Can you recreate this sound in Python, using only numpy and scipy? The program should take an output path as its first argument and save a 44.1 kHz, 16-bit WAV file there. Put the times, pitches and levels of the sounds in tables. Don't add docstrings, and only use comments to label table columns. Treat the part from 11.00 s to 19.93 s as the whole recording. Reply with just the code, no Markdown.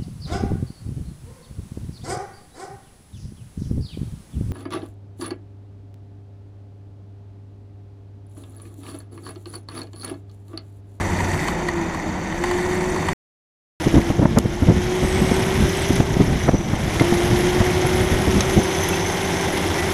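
import sys
import numpy as np
from scipy import signal
from scipy.fft import rfft, irfft, next_fast_len
from scipy.io import wavfile

SR = 44100
rng = np.random.default_rng(int(sys.argv[2]) if len(sys.argv) > 2 else 0)


def dump(signal):
    limited = np.clip(np.atleast_2d(signal).T, -1, 1)
    pcm = np.round(limited * 32767).astype(np.int16)
    wavfile.write(sys.argv[1], SR, pcm)


N = 393813
T = np.arange(N) / SR
HZ = np.fft.rfftfreq(N, 1 / SR)

SCENES = [(0, 2.133), (2.8, 8.94)]
NEAR_RATTLE_DB = (-38.5, 10, -54.5, 13.5)
# frequency in Hz, relative level in dB.
WIND_COLOUR = [(15, -16.5), (35, -2.5), (70, 1.5), (140, 0), (220, -2.5), (320, -13.5), (450, -15),
               (800, -52.5), (2000, -69.5)]


def far_bike(trim_db=-1):
    # time in seconds, links per second, whine in dB before the trim.
    drive = [(0, 359.3, -35), (.58, 366.8, -34.5), (.82, 334, -24), (.9, 322, -36), (1.27, 296, -43),
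             (1.36, 342, -31.5), (1.47, 355.8, -22.5), (1.9, 366, -25), (2.12, 377, -42.5)]
    # pitch in Hz, width in Hz, relative level in dB.
    modes = [(1475, 60, -1.5), (1897, 335, 4), (2550, 570, -13), (3070, 260, -9), (3620, 280, -11.5),
             (4490, 420, -10.5), (6140, 720, -10.5), (7070, 360, -12), (7930, 1220, -17.5),
             (10160, 980, -24), (12700, 2700, -29.5)]
    rattle_db = (-35, 3.5, -53, 8.5)
    hz, level_db = curves(drive)
    links = link_count(hz)
    return whine(links, level_db + trim_db) + rattle(links, modes, rattle_db) + slaps()


def near_bike(trim_db=-1):
    # time in seconds, links per second, whine in dB before the trim.
    drive = [(2.8, 324, -27.5), (3.08, 341.6, -27.5), (3.55, 352, -33), (3.8, 359.7, -25),
             (4.15, 375.5, -23), (4.95, 391.5, -28.5), (5.25, 388.3, -32), (5.7, 331.6, -39),
             (5.92, 334.6, -38), (6.1, 348.3, -19), (6.55, 361, -21.5), (7.2, 373.7, -24.5), (8, 385, -29),
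             (8.93, 393, -32)]
    # pitch in Hz, width in Hz, relative level in dB.
    modes = [(1456, 504, -4), (2090, 385, -0.5), (3216, 990, -5.5), (5420, 740, -11.5), (6200, 650, -9),
             (7330, 860, -22.5), (8360, 550, -11.5), (9460, 840, -13.5), (10640, 720, -8),
             (11840, 520, -13.5), (12800, 900, -19.5), (14200, 2000, -33)]
    hz, level_db = curves(drive)
    links = link_count(hz)
    tones = whine(links, level_db + trim_db) + overtones(links, level_db) + lower_tone(links, hz)
    return tones + rattle(links, modes, NEAR_RATTLE_DB)


def link_count(hz, flutter=.003):
    return np.cumsum(hz * (1 + flutter * wander(15))) / SR


def whine(links, level_db, half_db=-24, second_db=-20, third_db=-27, waver_db=1.0):
    phase = 2 * np.pi * links
    tone = np.sin(phase) + amp(half_db) * np.sin(phase / 2)
    harmonics = amp(second_db) * np.sin(2 * phase) + amp(third_db) * np.sin(3 * phase)
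    return np.sqrt(2) * (tone + harmonics) * amp(level_db + waver_db * wander(25))


def overtones(links, level_db, multiples=(4, 5, 6, 9), relative_db=-20.0, flicker_db=7):
    partials = np.zeros(N)
    for k in multiples:
        db = flicker_db * np.tanh(wander(12)) - 2 * abs(k - 6)
        partials += amp(db) * np.sin(2 * np.pi * k * links)
    return evened(partials) * amp(level_db + relative_db)


def lower_tone(links, hz, teeth=11, body_hz=352, body_width_hz=56, peak_db=-33.5, growth_db_per_s=0.5):
    ratio = (teeth - 1) / teeth
    body_db = -10 * np.log10(1 + (2 * (ratio * hz - body_hz) / body_width_hz) ** 2)
    growth_db = growth_db_per_s * (T - T[-1])
    return whine(ratio * links, peak_db + body_db + growth_db, half_db=-5.5)


def rattle(links, modes, loudness, split_hz=7700, lash_db=0.8):
    clatter_db, jingle_db = rattle_levels(loudness)
    blows = impacts(links) * amp(lash_db * wander(40))
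    clatter, jingle = np.zeros(N), np.zeros(N)
    for k, (hz, width, db) in enumerate(modes):
        flare_db = np.interp(hz, [2000, 6000], [.8, 2.0]) * wander(70)
        layer = clatter if hz < split_hz else jingle
        layer += (-1) ** k * amp(db + flare_db) * ring(blows, hz, width)
    return evened(clatter) * amp(clatter_db) + evened(jingle) * amp(jingle_db)


def impacts(links, decay_links=0.44, alternate=0.24, uneven_db=3.0, scrape=1.0, click=0.13):
    index = links.astype(int)
    force = amp(uneven_db * np.clip(rng.standard_normal(N), -2, 2)[index])
    force *= 1 + alternate * (-1) ** index
    seating = force * np.exp(-(links % 1) / decay_links)
    grit = evened((scrape + seating) * rng.standard_normal(N))
    clicks = evened(force * np.diff(index, prepend=0))
    return evened(grit + click * evened(signal.lfilter([1], [1, -.75], clicks)))


def rattle_levels(loudness):
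    clatter_db, clatter_rise_db, jingle_db, jingle_rise_db = loudness
    swell = rattle_swell()
    return clatter_db + clatter_rise_db * swell, jingle_db + jingle_rise_db * swell


def rattle_swell(fall_s=0.04):
    # start, end and rise time in seconds, height from 0 to 1.
    swells = [(-.1, 0.51, .05, 1), (1.28, 2.141, .24, 0.85), (2.7, 3.09, .05, 0.58),
              (3.435, 5.002, 0.75, 0.92), (5.003, 5.468, 0.064, 0.51), (5.542, 8.94, 0.49, 1)]
    t = np.linspace(0, N / SR, 4096)
    shapes = [height * np.clip((t - start) / rise, 0, 1) * np.exp(-np.maximum(t - end, 0) / fall_s)
              for start, end, rise, height in swells]
    return np.interp(T, t, np.max(shapes, axis=0))


def slaps(uneven_db=3.5, scrape=2.0, decay_s=0.0024):
    # first slap, last slap and spacing in seconds, level in dB.
    runs = [(0.202, .483, 0.14, -24), (0.685, .922, 0.13, -28.5), (1.438, 1.587, 0.073, -23),
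            (1.656, 1.813, .076, -26), (1.961, 2.11, 0.062, -26.5)]
    # pitch in Hz, width in Hz, relative level in dB.
    guard_modes = [(804, 48, -1.5), (948, 190, 6), (1130, 19, -6), (1473, 92, -9), (1895, 190, 1),
                   (3080, 660, -14), (4550, 400, -14), (6700, 2900, -21)]
    out, t = np.zeros(N), np.arange(SR // 20) / SR
    for first, last, spacing, db in runs:
        for s in np.arange(first, last + spacing / 2, spacing):
            grit = rng.standard_normal(len(t)) * t * np.exp(-t / decay_s)
            blow = (t == 0) + scrape * grit / np.linalg.norm(grit)
            knock = sum(amp(mode_db) * ring(blow, hz, width) for hz, width, mode_db in guard_modes)
            add(out, s, amp(db + uneven_db * rng.standard_normal()) * knock / np.std(knock[:SR // 100]))
    return out


def pings(decay_s=0.0055, per_s=30, range_db=8, small_hz=10900, spread=0.048, cluster=0.022):
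    # start in seconds, level in dB, pitch in Hz.
    loud = [(1.9, -32.5, 8830), (4.77, -29, 8150), (4.82, -29, 8180), (4.955, -28, 11000),
            (6.865, -28, 10990), (7.635, -27, 10180), (7.835, -26.5, 11290), (7.888, -23, 11200)]
    out, t = np.zeros(N), np.arange(SR // 20) / SR
    jingle_db = rattle_levels(NEAR_RATTLE_DB)[1]
    start, end = SCENES[1]
    when, size, pitch = rng.random((int(per_s * (end - start)), 3)).T
    when = start + when * (end - start)
    small_db = np.interp(when, T, jingle_db) + range_db * size
    small = zip(when, small_db, small_hz * (1 + spread * (2 * pitch - 1)))
    for s, db, hz in list(loud) + list(small):
        partials = sum(np.sin(2 * np.pi * (hz * (1 + cluster * side) * t + rng.random()))
                       for side in (-1, 0, 1))
        add(out, s, amp(db) * np.exp(-t / decay_s) * evened(partials))
    return out


def squeals(width_hz=300, chatter_db=3.0, waver=0.0081):
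    # start, rise and fall in seconds, pitch in Hz, level at the crest in dB.
    rubs = [(3.85, 0.35, 0.41, 8200, -41.5), (4.5, 0.33, 0.36, 6040, -41), (5.34, 0.074, .5, 5960, -39),
            (7.25, 0.56, 0.86, 6160, -35)]
    out = np.zeros(N)
    grip = np.sqrt(2) * evened(wander(width_hz) * amp(chatter_db * wander(50)))
    clock = np.cumsum(1 + waver * wander(61.2)) / SR
    for start, rise, fall, hz, db in rubs:
        part = slice(round(start * SR), round((start + rise + fall) * SR))
        envelope = np.interp(T[part] - start, [0, rise, rise + fall], [0, 1, 0])
        add(out, start, amp(db) * envelope * grip[part] * np.sin(2 * np.pi * hz * clock[part]))
    return out


def ticks():
    # start in seconds, level in dB, decay in seconds, ring pitch in Hz,
    # ring share from 0 to 1, treble cutoff of the crack in Hz.
    hits = [(.483, -27, .006, 3120, 0.51, 4000), (3.3859, -8, 0.0015, 7060, 0.38, 10600),
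            (3.389, -35, 0.009, 9500, .3, 14000), (5.997, -12, 0.0063, 2100, 0.55, 3387),
            (7.407, -7.5, 0.0031, 6340, 0.43, 4000), (7.408, -23, 0.0057, 5594, 0.89, 4000),
            (7.931, -20.5, 0.011, 2630, .7, 3550), (8.785, -23.5, 0.032, 1975, 0.74, 2500)]
    out, t = np.zeros(N), np.arange(SR // 8) / SR
    for s, db, decay, hz, share, top_hz in hits:
        crack = evened(signal.lfilter(*signal.butter(2, top_hz, fs=SR), rng.standard_normal(len(t))))
        tone = np.sqrt(2) * np.sin(2 * np.pi * hz * t)
        add(out, s, amp(db) * np.exp(-t / decay) * ((1 - share) * crack + share * tone))
    return out


def gusts():
    # centre in seconds, level in dB, half length in seconds, crackle in dB against the thump.
    thumps = [(2.873, -10, 0.016, -24), (2.966, -8.5, 0.05, -19.5), (3.107, -12, 0.011, -11.5),
              (3.196, -11, 0.012, -20), (3.228, -11, 0.022, -13), (3.257, -6, 0.0089, -9),
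              (3.376, -8.5, 0.019, -8.5), (3.458, -12, 0.011, -29), (3.63, -12, 0.021, -18),
              (3.698, -7, 0.038, -19), (3.775, -14.5, 0.024, -21), (4.039, -15, 0.023, -13),
              (4.218, -12.5, 0.03, -22), (4.318, -12.5, 0.013, -28), (4.634, -14, 0.073, -27),
              (4.906, -11.5, .015, -17), (5.006, -6.5, 0.0084, -13.5), (5.17, -12, .009, -26),
              (5.21, -8.5, .02, -17), (5.312, -16.5, 0.098, -18), (5.489, -9, 0.013, -5.5),
              (5.546, -11, .022, -20), (5.739, -15.5, 0.009, -11), (6.016, -8, 0.013, -11),
              (6.127, -13, 0.017, -11), (6.325, -15.5, 0.048, -28), (6.615, -13.5, 0.023, -10),
              (6.85, -16, 0.015, -8), (7.138, -15, 0.051, -23), (7.281, -12.5, 0.016, -15),
              (7.368, -16, 0.058, -17), (7.578, -9, .025, -28)]
    # frequency in Hz, relative level in dB.
    blast_colour = [(15, -8), (50, -7.5), (100, 1.5), (160, 2.5), (230, 2), (320, -2), (450, -10),
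                    (800, -22), (2000, -70)]
    crackle_colour = [(200, -77), (430, 2.5), (700, 2.5), (1200, -8), (2000, -16.5), (4000, -59)]
    slow_eddies, fast_eddies, out = noise(WIND_COLOUR), noise(blast_colour), np.zeros(N)
    crackle = noise(crackle_colour) * (.5 + abs(fast_eddies))
    for centre, db, half_length, crackle_db in thumps:
        window = np.sin(np.linspace(0, np.pi, int(2 * half_length * SR) + 3)) ** 1.5
        start = centre - len(window) / SR / 2
        part = slice(round(start * SR), round(start * SR) + len(window))
        hardness = np.interp(db, [-17, -9], [0, 1])
        thump = evened((hardness * fast_eddies[part] + (1 - hardness) * slow_eddies[part]) * window)
        gust = thump + amp(crackle_db) * evened(crackle[part] * window)
        add(out, start, amp(db) * gust * np.sqrt(np.mean(window ** 2)))
    return out


def buffeting(start_s=2.95, end_s=7.57, fade_s=0.16, windy_db=-25.5, calm_db=-42, lumpy_db=4.5):
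    exposed = np.clip(np.minimum(T - start_s, end_s - T) / fade_s + 1, 0, 1)
    level_db = calm_db + (windy_db - calm_db) * exposed
    return noise(WIND_COLOUR) * amp(level_db + lumpy_db * np.tanh(wander(14)))


def road(near, air_db, swell_db=0.17):
    # frequency in Hz, relative level in dB.
    far_colour = [(12, -45.5), (20, -3.5), (49, -5.5), (81, -1), (129, -12.5), (160, 2), (273, -7.5),
                  (338, -3.5), (369, -8), (396, -7.5), (425, -13), (765, -10), (930, -10), (1280, -19),
                  (1400, -17), (1820, -48.5), (3080, -120)]
    near_colour = [(15, -22), (30, -5), (60, -10), (90, 7), (125, -7), (170, 3.5), (260, -6.5), (330, 1.5),
                   (450, -6), (580, -6), (770, -5), (1000, -8.5), (1300, -17.5), (2000, -27)]
    air_colour = [(2500, -16.5), (5000, -0.5), (6500, 4), (8300, 5), (9500, -6.5), (12000, -10.5),
                  (15000, -8)]
    # time in seconds, level in dB.
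    far_fader = [(0, -24), (1.15, -27), (2.14, -24.5)]
    near_fader = [(2.8, -25), (3.4, -33), (4.35, -24), (5.6, -29.5), (6.1, -24), (8.93, -23.5)]
    colour, fader = (near_colour, near_fader) if near else (far_colour, far_fader)
    tyres = noise(colour) * amp(swell_db * wander(7.2))
    air = noise(air_colour) * amp(air_db)
    return (tyres + air) * amp(curves(fader)[0])


def drone(hz=92, waver_db=2.0):
    # time in seconds, level in dB.
    fader = [(0, -29), (.35, -24.5), (.45, -48), (2.14, -34.5), (2.8, -49)]
    turns = np.cumsum(hz * (1 + 0.011 * wander(11))) / SR
    return np.sqrt(2) * np.sin(2 * np.pi * turns) * amp(curves(fader)[0] + waver_db * wander(29))


def amp(db):
    return 10 ** (np.asarray(db) / 20)


def evened(x):
    return x / np.sqrt(np.mean(x ** 2) + 1e-20)


def curves(rows):
    s, *columns = np.transpose(rows)
    return [np.interp(T, s, column) for column in columns]


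def add(mix, s, sound):
    part = mix[max(round(s * SR), 0):][:len(sound)]
    part += sound[:len(part)]


def noise(colour):
    hz, db = np.transpose(colour)
    gain = amp(np.interp(np.log(HZ + 1), np.log(hz), db, right=-120))
    size = next_fast_len(N)
    spectrum = rfft(rng.standard_normal(N), size) * np.interp(np.fft.rfftfreq(size, 1 / SR), HZ, gain)
    return evened(irfft(spectrum, size)[:N])


def wander(hz, size=16384):
    span = N / SR
    rolloff = np.exp(-(np.fft.rfftfreq(size, span / size) / hz) ** 2)
    drift = irfft(rfft(rng.standard_normal(size)) * rolloff, size)
    return np.interp(T, np.linspace(0, span, size), evened(drift))


def ring(x, hz, width):
    b, a = signal.iirpeak(hz, hz / (np.pi / 2 * width), fs=SR)
    return signal.lfilter(b, a, signal.lfilter(b, a, x))


def scene():
    first, second = [(T >= start) & (T < end) for start, end in SCENES]
    shared = drone() + buffeting() + gusts() + pings() + squeals() + ticks()
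    far = far_bike() + road(near=False, air_db=-34.5)
    near = near_bike() + road(near=True, air_db=-23.5)
    return (first * (far + shared) + second * (near + shared))[None]


def record(dry, top_hz=15200):
    rounded = dry / (1 + dry ** 6) ** (1 / 6)
    lowpass = signal.firwin(511, top_hz, window=("kaiser", 9), fs=SR)
    return signal.oaconvolve(rounded, lowpass[None], "same")


dry = scene()
out = record(dry)
dump(out)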